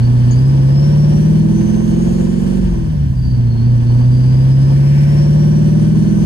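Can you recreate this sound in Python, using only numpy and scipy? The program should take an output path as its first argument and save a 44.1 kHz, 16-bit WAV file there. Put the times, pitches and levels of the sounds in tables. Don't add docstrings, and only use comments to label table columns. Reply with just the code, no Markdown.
import sys
import numpy as np
from scipy import signal
from scipy.fft import rfft, irfft
from scipy.io import wavfile
from scipy.ndimage import uniform_filter1d, minimum_filter1d

SR = 44100
rng = np.random.default_rng(int(sys.argv[2]) if len(sys.argv) > 2 else 0)


def materialize(psi):
    bounded = np.clip(np.atleast_2d(psi).T, -1, 1)
    quanta = np.round(bounded * 32767).astype(np.int16)
    wavfile.write(sys.argv[1], SR, quanta)


N = 275625
TIME = np.arange(N) / SR

# frequency_hz, lead_rad
LEFT_LEAD = [(0, 0), (600, -2.6), (1290, -3.2), (1550, -0.6), (1980, -3.0), (2330, -0.7), (2930, -3.6),
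             (3790, -5.8), (4480, -6.2), (5430, -10.1), (5860, -8.3), (6200, -11.9), (7060, -13.2),
             (8440, -11.2), (9730, -15.6), (10900, -16.2), (11700, -18.8), (12600, -18.9)]

CRUISE_SPEED = 19
BLOWER_ORDER = 297.5
LIFT_S, BITE_S, REOPEN_S, CLOSE_S = 2.576, 3.149, 3.187, 0.075


def from_db(db):
    return 10 ** (np.asarray(db) / 20)


def rms_one(x):
    return x / np.sqrt(np.mean(x ** 2) + 1e-20)


def at_log(rows, position):
    points, *columns = np.transpose(rows)
    where = np.log(position + 1)
    return [np.interp(where, np.log(points + 1), column) for column in columns]


def drift(rate_hz):
    step = 40
    pole = np.exp(-2 * step * np.pi * rate_hz / SR)
    white = rng.standard_normal(N // step + 2002)
    slow = signal.lfilter([1], [1, -2 * pole, pole * pole], white)[2000:]
    return np.interp(np.arange(N) / step, np.arange(len(slow)), rms_one(slow))


def ramp(start_s, length_s):
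    return np.clip((TIME - start_s) / length_s, 0, 1)


def swell(centre_s, length_s):
    return np.exp(-((TIME - centre_s) / length_s) ** 2)


def pan(tilt_db):
    gains = from_db(np.array([[.5], [-.5]]) * tilt_db)
    return gains / np.sqrt(np.mean(gains ** 2, axis=0))


def stereo_tone(phase, tilt_db, lead_rad):
    return np.sqrt(2) * pan(tilt_db) * np.cos(phase + np.array([[.5], [-.5]]) * lead_rad)


def ring(clicks, hz, t60_s):
    radius, turn = from_db(-60 / (t60_s * SR)), 2 * np.pi * hz / SR
    denominator = [1, -2 * radius * np.cos(turn), radius * radius]
    return signal.lfilter([0, np.sin(turn)], denominator, clicks + 1e-18)


def cabin_noise(colour):
    # frequency_hz, width_hz, level_db (added to the colour; negative is a dip)
    peaks_and_dips = [(783, 71, -5.5), (1530, 42, 6.5), (1800, 414, 9), (2730, 110, 4), (3020, 150, 7.5),
                      (4280, 17, 11), (4250, 38, 1.5), (4940, 47, 1), (5940, 600, 6.5), (8850, 580, 3.5),
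                      (10480, 190, -9.5)]
    # frequency_hz, likeness (0 to 1)
    likeness = [(60, .98), (250, .8), (500, .75), (1000, .45), (2000, .55), (4500, .7), (8500, .8),
                (12000, .95)]
    # frequency_hz, tilt_db
    tilt = [(60, 0.5), (90, -1.0), (140, 1.0), (210, -2.5), (310, -2.5), (470, 0.0), (700, -2.0),
            (1060, 0.5), (1600, 0.5), (2410, -1.0), (3630, 3.0), (5460, 4.5), (8230, -1.5), (12400, 0.5)]
    hz = np.arange(N // 2 + 1) * SR / N
    level_db = at_log(colour, hz)[0]
    for centre_hz, width_hz, change_db in peaks_and_dips:
        level_db = level_db + change_db / (1 + (2 * (hz - centre_hz) / width_hz) ** 2)
    alike = np.clip(at_log(likeness, hz)[0], 0, .99)
    mid, side = rfft(rng.standard_normal((2, N)))
    channels = np.sqrt(1 + alike) * mid + np.sqrt(1 - alike) * side * [[1], [-1]]
    lead_rad = np.interp(hz, *np.transpose(LEFT_LEAD))
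    delay = np.exp(1j * lead_rad * [[.5], [-.5]])
    spectrum = channels * delay * pan(at_log(tilt, hz)[0]) * from_db(level_db)
    return rms_one(irfft(spectrum, N))


def shudder():
    # start_s, length_s, swing_hz, depth (cycles per s)
    shudders = [(0, 1.14, 2.52, .39), (3.27, .3, 3.1, .22), (3.578, .24, 2.06, .75)]
    swing = 0
    for start_s, length_s, hz, depth in shudders:
        age = np.maximum(TIME - start_s, 0)
        swing = swing + depth * np.sin(2 * np.pi * hz * age) * np.exp(-(age / length_s) ** 4)
    return swing


def engine_speed():
    # (cycles per s, each s)
    pulls = [(0, 14.535, 4.128), (3.626, 14.324, 2.737)]
    drag_per_s = .049
    bite_speed = 15.963
    first, second = (start_speed + gain * (TIME - start_s) * (1 - drag_per_s * (TIME - start_s))
                     for start_s, start_speed, gain in pulls)
    locked_s, locked_speed, _ = pulls[1]
    lift_speed = np.interp(LIFT_S, TIME, first)
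    shift = np.interp(TIME, [LIFT_S, BITE_S, locked_s], [lift_speed, bite_speed, locked_speed])
    return np.select([TIME < LIFT_S, TIME < locked_s], [first, shift], second) + shudder()


def throttle_shut():
    return ramp(LIFT_S, CLOSE_S) - ramp(REOPEN_S, length_s=0.29)


def boost_lost():
    fall_s, rise_s = 0.031, 0.47
    bled = 1 - np.exp(-np.maximum(TIME - LIFT_S, 0) / fall_s)
    return bled * np.exp(-np.maximum(TIME - REOPEN_S, 0) / rise_s)


def pulsing(angle, per_turn, per_firing, ragged_db):
    pulses = np.exp(per_turn * np.cos(2 * angle) + per_firing * np.cos(8 * angle))
    return rms_one(pulses * from_db(ragged_db * drift(33)))


def flow_level(speed, cruise_db, rise_db, shut_db):
    return from_db(cruise_db + rise_db * np.log2(speed / CRUISE_SPEED) + shut_db * boost_lost())


def body_rumble(speed):
    # (relative, per Hz)
    rumble_colour = [(15, -26), (30, -9), (50, 10), (75, 8), (100, 7.5), (140, 7.5), (220, 2), (300, -13.5),
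                     (500, -51)]
    judder_db = 17.5 * swell(3.25, length_s=0.39)
    level = from_db(-28 + 20.5 * np.log2(speed / CRUISE_SPEED) + judder_db)
    return level * cabin_noise(rumble_colour)


def hiss(speed, angle):
    # (relative, per Hz)
    hiss_colour = [(4000, -12.5), (6000, -3.5), (7500, -3), (8900, -0.5), (10500, 3.5), (11500, -4),
                   (12500, -24), (13500, -38)]
    level = flow_level(speed, cruise_db=-44, rise_db=19, shut_db=-11)
    return level * pulsing(angle, per_turn=.03, per_firing=.06, ragged_db=0.76) * cabin_noise(hiss_colour)


def intake_rush(speed, angle):
    # (relative, per Hz)
    intake_colour = [(700, -5.5), (1200, -1), (1700, -3), (2300, -3), (3200, -1), (3900, -8), (4500, -3.5),
                     (5500, -3.5), (6500, -17.5), (8000, -51)]
    level = flow_level(speed, cruise_db=-37, rise_db=12, shut_db=-8.5)
    return level * pulsing(angle, per_turn=0.031, per_firing=0.076, ragged_db=0.65) * cabin_noise(intake_colour)


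def exhaust_roar(speed, angle):
    # (relative, per Hz)
    roar_colour = [(120, -36.5), (250, 1), (400, 0), (540, -3), (700, -2), (1000, -6.5), (1250, -17.5),
                   (2000, -43)]
    level = flow_level(speed, cruise_db=-28, rise_db=10.5, shut_db=-9.5)
    return level * pulsing(angle, per_turn=0.041, per_firing=0.061, ragged_db=1.56) * cabin_noise(roar_colour)


def gust():
    # (relative, per Hz)
    gust_colour = [(900, -33), (1500, -13), (2000, -3), (2500, -3), (3200, -13.5), (4200, -20.5)]
    return from_db(-36.5) * swell(5.0, length_s=0.23) * cabin_noise(gust_colour)


def clink(start_s=0.31, hz=6654, tap_db=-29):
    tap = np.zeros(N)
    tap[round(start_s * SR)] = from_db(tap_db)
    return ring(tap, hz, t60_s=.13) * pan(tilt_db=14)


def whine_db(speed):
    # frequency_hz, level_db (rms, before tug, bypass and flicker)
    whine_duct = [(4300, -52.5), (4750, -48), (5130, -47), (5480, -40.5), (5850, -49), (6200, -42.5),
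                  (6700, -43), (7050, -51.5)]
    bypass_open = ramp(LIFT_S, CLOSE_S) - ramp(BITE_S, length_s=.03)
    tug_limit = 4.5
    tug = np.clip(np.gradient(shudder()) * SR, -tug_limit, tug_limit)
    tug_db = 1.3 * uniform_filter1d(tug, size=3000)
    return at_log(whine_duct, BLOWER_ORDER * speed)[0] + tug_db - 18 * bypass_open


def blower(speed, angle, flutter=0.001, flicker_db=2.5, tilt_db=8):
    lugging = np.clip((17 - speed) / 2, .05, .75)
    slip = (flutter + .008 * lugging) * drift(18)
    phase = BLOWER_ORDER * (angle + 2 * np.pi * np.cumsum(speed * slip) / SR)
    fray = np.sqrt(1 - lugging) + np.sqrt(lugging / 2) * (drift(110) + 1j * drift(110))
    lead_rad = np.interp(BLOWER_ORDER * speed, *np.transpose(LEFT_LEAD))
    level = from_db(whine_db(speed) + flicker_db * drift(36))
    return level * np.abs(fray) * stereo_tone(phase + np.angle(fray), tilt_db, lead_rad)


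def burbles():
    # centre_s, pitch_hz, peak_db
    bursts = [(2.655, 50, -16), (3.04, 52, -20), (3.21, 64, -15), (3.27, 68, -14), (3.335, 56, -16),
              (3.61, 54, -22)]
    return sum(from_db(peak_db) * swell(centre_s, length_s=.028) * np.cos(2 * np.pi * hz * (TIME - centre_s))
               for centre_s, hz, peak_db in bursts)


def exhaust(speed, angle, waver_hz=7, waver_growth=0.091, scatter_rad=0.296):
    # order (multiple of the cycle rate), level_db (before boom, load and rasp)
    orders = [(2, 9), (3, -7), (4, -7.5), (5, -10), (6, -1.5), (7, -15), (8, 5), (9, -17), (10, -8.5),
              (11, -15), (12, -19), (13, -20), (14, -24), (15, -16), (16, -15), (17, -27.5), (18, -22),
              (19, -21), (20, -23), (21, -32.5), (22, -24), (23, -36), (24, -30.5), (25, -32.5), (26, -43),
              (27, -46.5), (28, -43.5), (29, -29), (30, -24.5), (31, -28), (32, -50), (33, -36.5),
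              (34, -30), (35, -54), (36, -44.5)]
    # frequency_hz, boom_db
    cabin_booms = [(35, -47.5), (44, -27.5), (64, -16.5), (100, -19.5), (122, -12), (148, -13.5),
                   (168, -15.5), (210, 1), (250, -7), (292, -27), (330, -4.5), (380, -9.5), (420, -15),
                   (545, -2.5), (800, -44)]
    # frequency_hz, tilt_db, lead_rad
    cabin_stereo = [(45, 0, 0), (70, 1, -.1), (100, 0, -.6), (125, -1, -.45), (148, 1, -.4), (168, 7, .4),
                    (188, -5, .7), (210, -13, -.5), (245, -8, -.5), (290, -1, -.3), (335, 1, -1.1),
                    (545, -2, -2.3)]
    # speed (cycles per s), firing_db, throb_db (of the unequal cylinders)
    torque = [(13.87, -5, -8.5), (17.65, 2.5, -5.5), (20, 2.5, 0.5), (20.73, -0.5, -1), (22.63, -2.5, -1),
              (23.4, -6, -1)]
    unsteady = 0.14
    growl_speed, align_rad = 20.0, .055
    firing_db, throb_db = at_log(torque, speed)
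    shut = throttle_shut()
    firing_db, throb_db = firing_db - 10 * shut, throb_db - 15 * shut
    out = np.zeros((2, N))
    for order, level_db in orders:
        boom_db, = at_log(cabin_booms, order * speed)
        tilt_db, lead_rad = at_log(cabin_stereo, order * speed)
        if order < 5:
            load_db = 0
        elif order % 8:
            load_db = throb_db
        else:
            load_db = firing_db
        rasp_db = 6.5 * np.log2(speed / CRUISE_SPEED) if order > 12 else 0
        waver = unsteady * waver_growth * order
        away = abs(order - 8)
        scatter = scatter_rad * max(away - 3, 0) * rng.standard_normal()
        align = align_rad * (speed - growl_speed) * min(away, 2) ** 2
        phase = order * angle + .2 * away ** 2 - align + scatter + waver * drift(waver_hz)
        level = from_db(level_db + boom_db + load_db + rasp_db) * (1 + waver * drift(waver_hz))
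        out += level * stereo_tone(phase, tilt_db, lead_rad)
    return out


def scene():
    speed = engine_speed()
    angle = np.pi + 2 * np.pi * np.cumsum(speed) / SR
    engine = exhaust(speed, angle) + burbles() + blower(speed, angle)
    gas = exhaust_roar(speed, angle) + intake_rush(speed, angle) + hiss(speed, angle)
    return engine + gas + body_rumble(speed) + gust() + clink()


def record(dry):
    ceiling, hold = .77, round(.025 * SR)
    room = ceiling / np.maximum(np.abs(dry).max(axis=0), ceiling)
    gain = uniform_filter1d(minimum_filter1d(room, 2 * hold), hold)
    low_pass = signal.ellip(10, .1, 90, 12300, fs=SR, output="sos")
    return signal.sosfilt(low_pass, dry * gain)


dry = scene()
out = record(dry)
materialize(out)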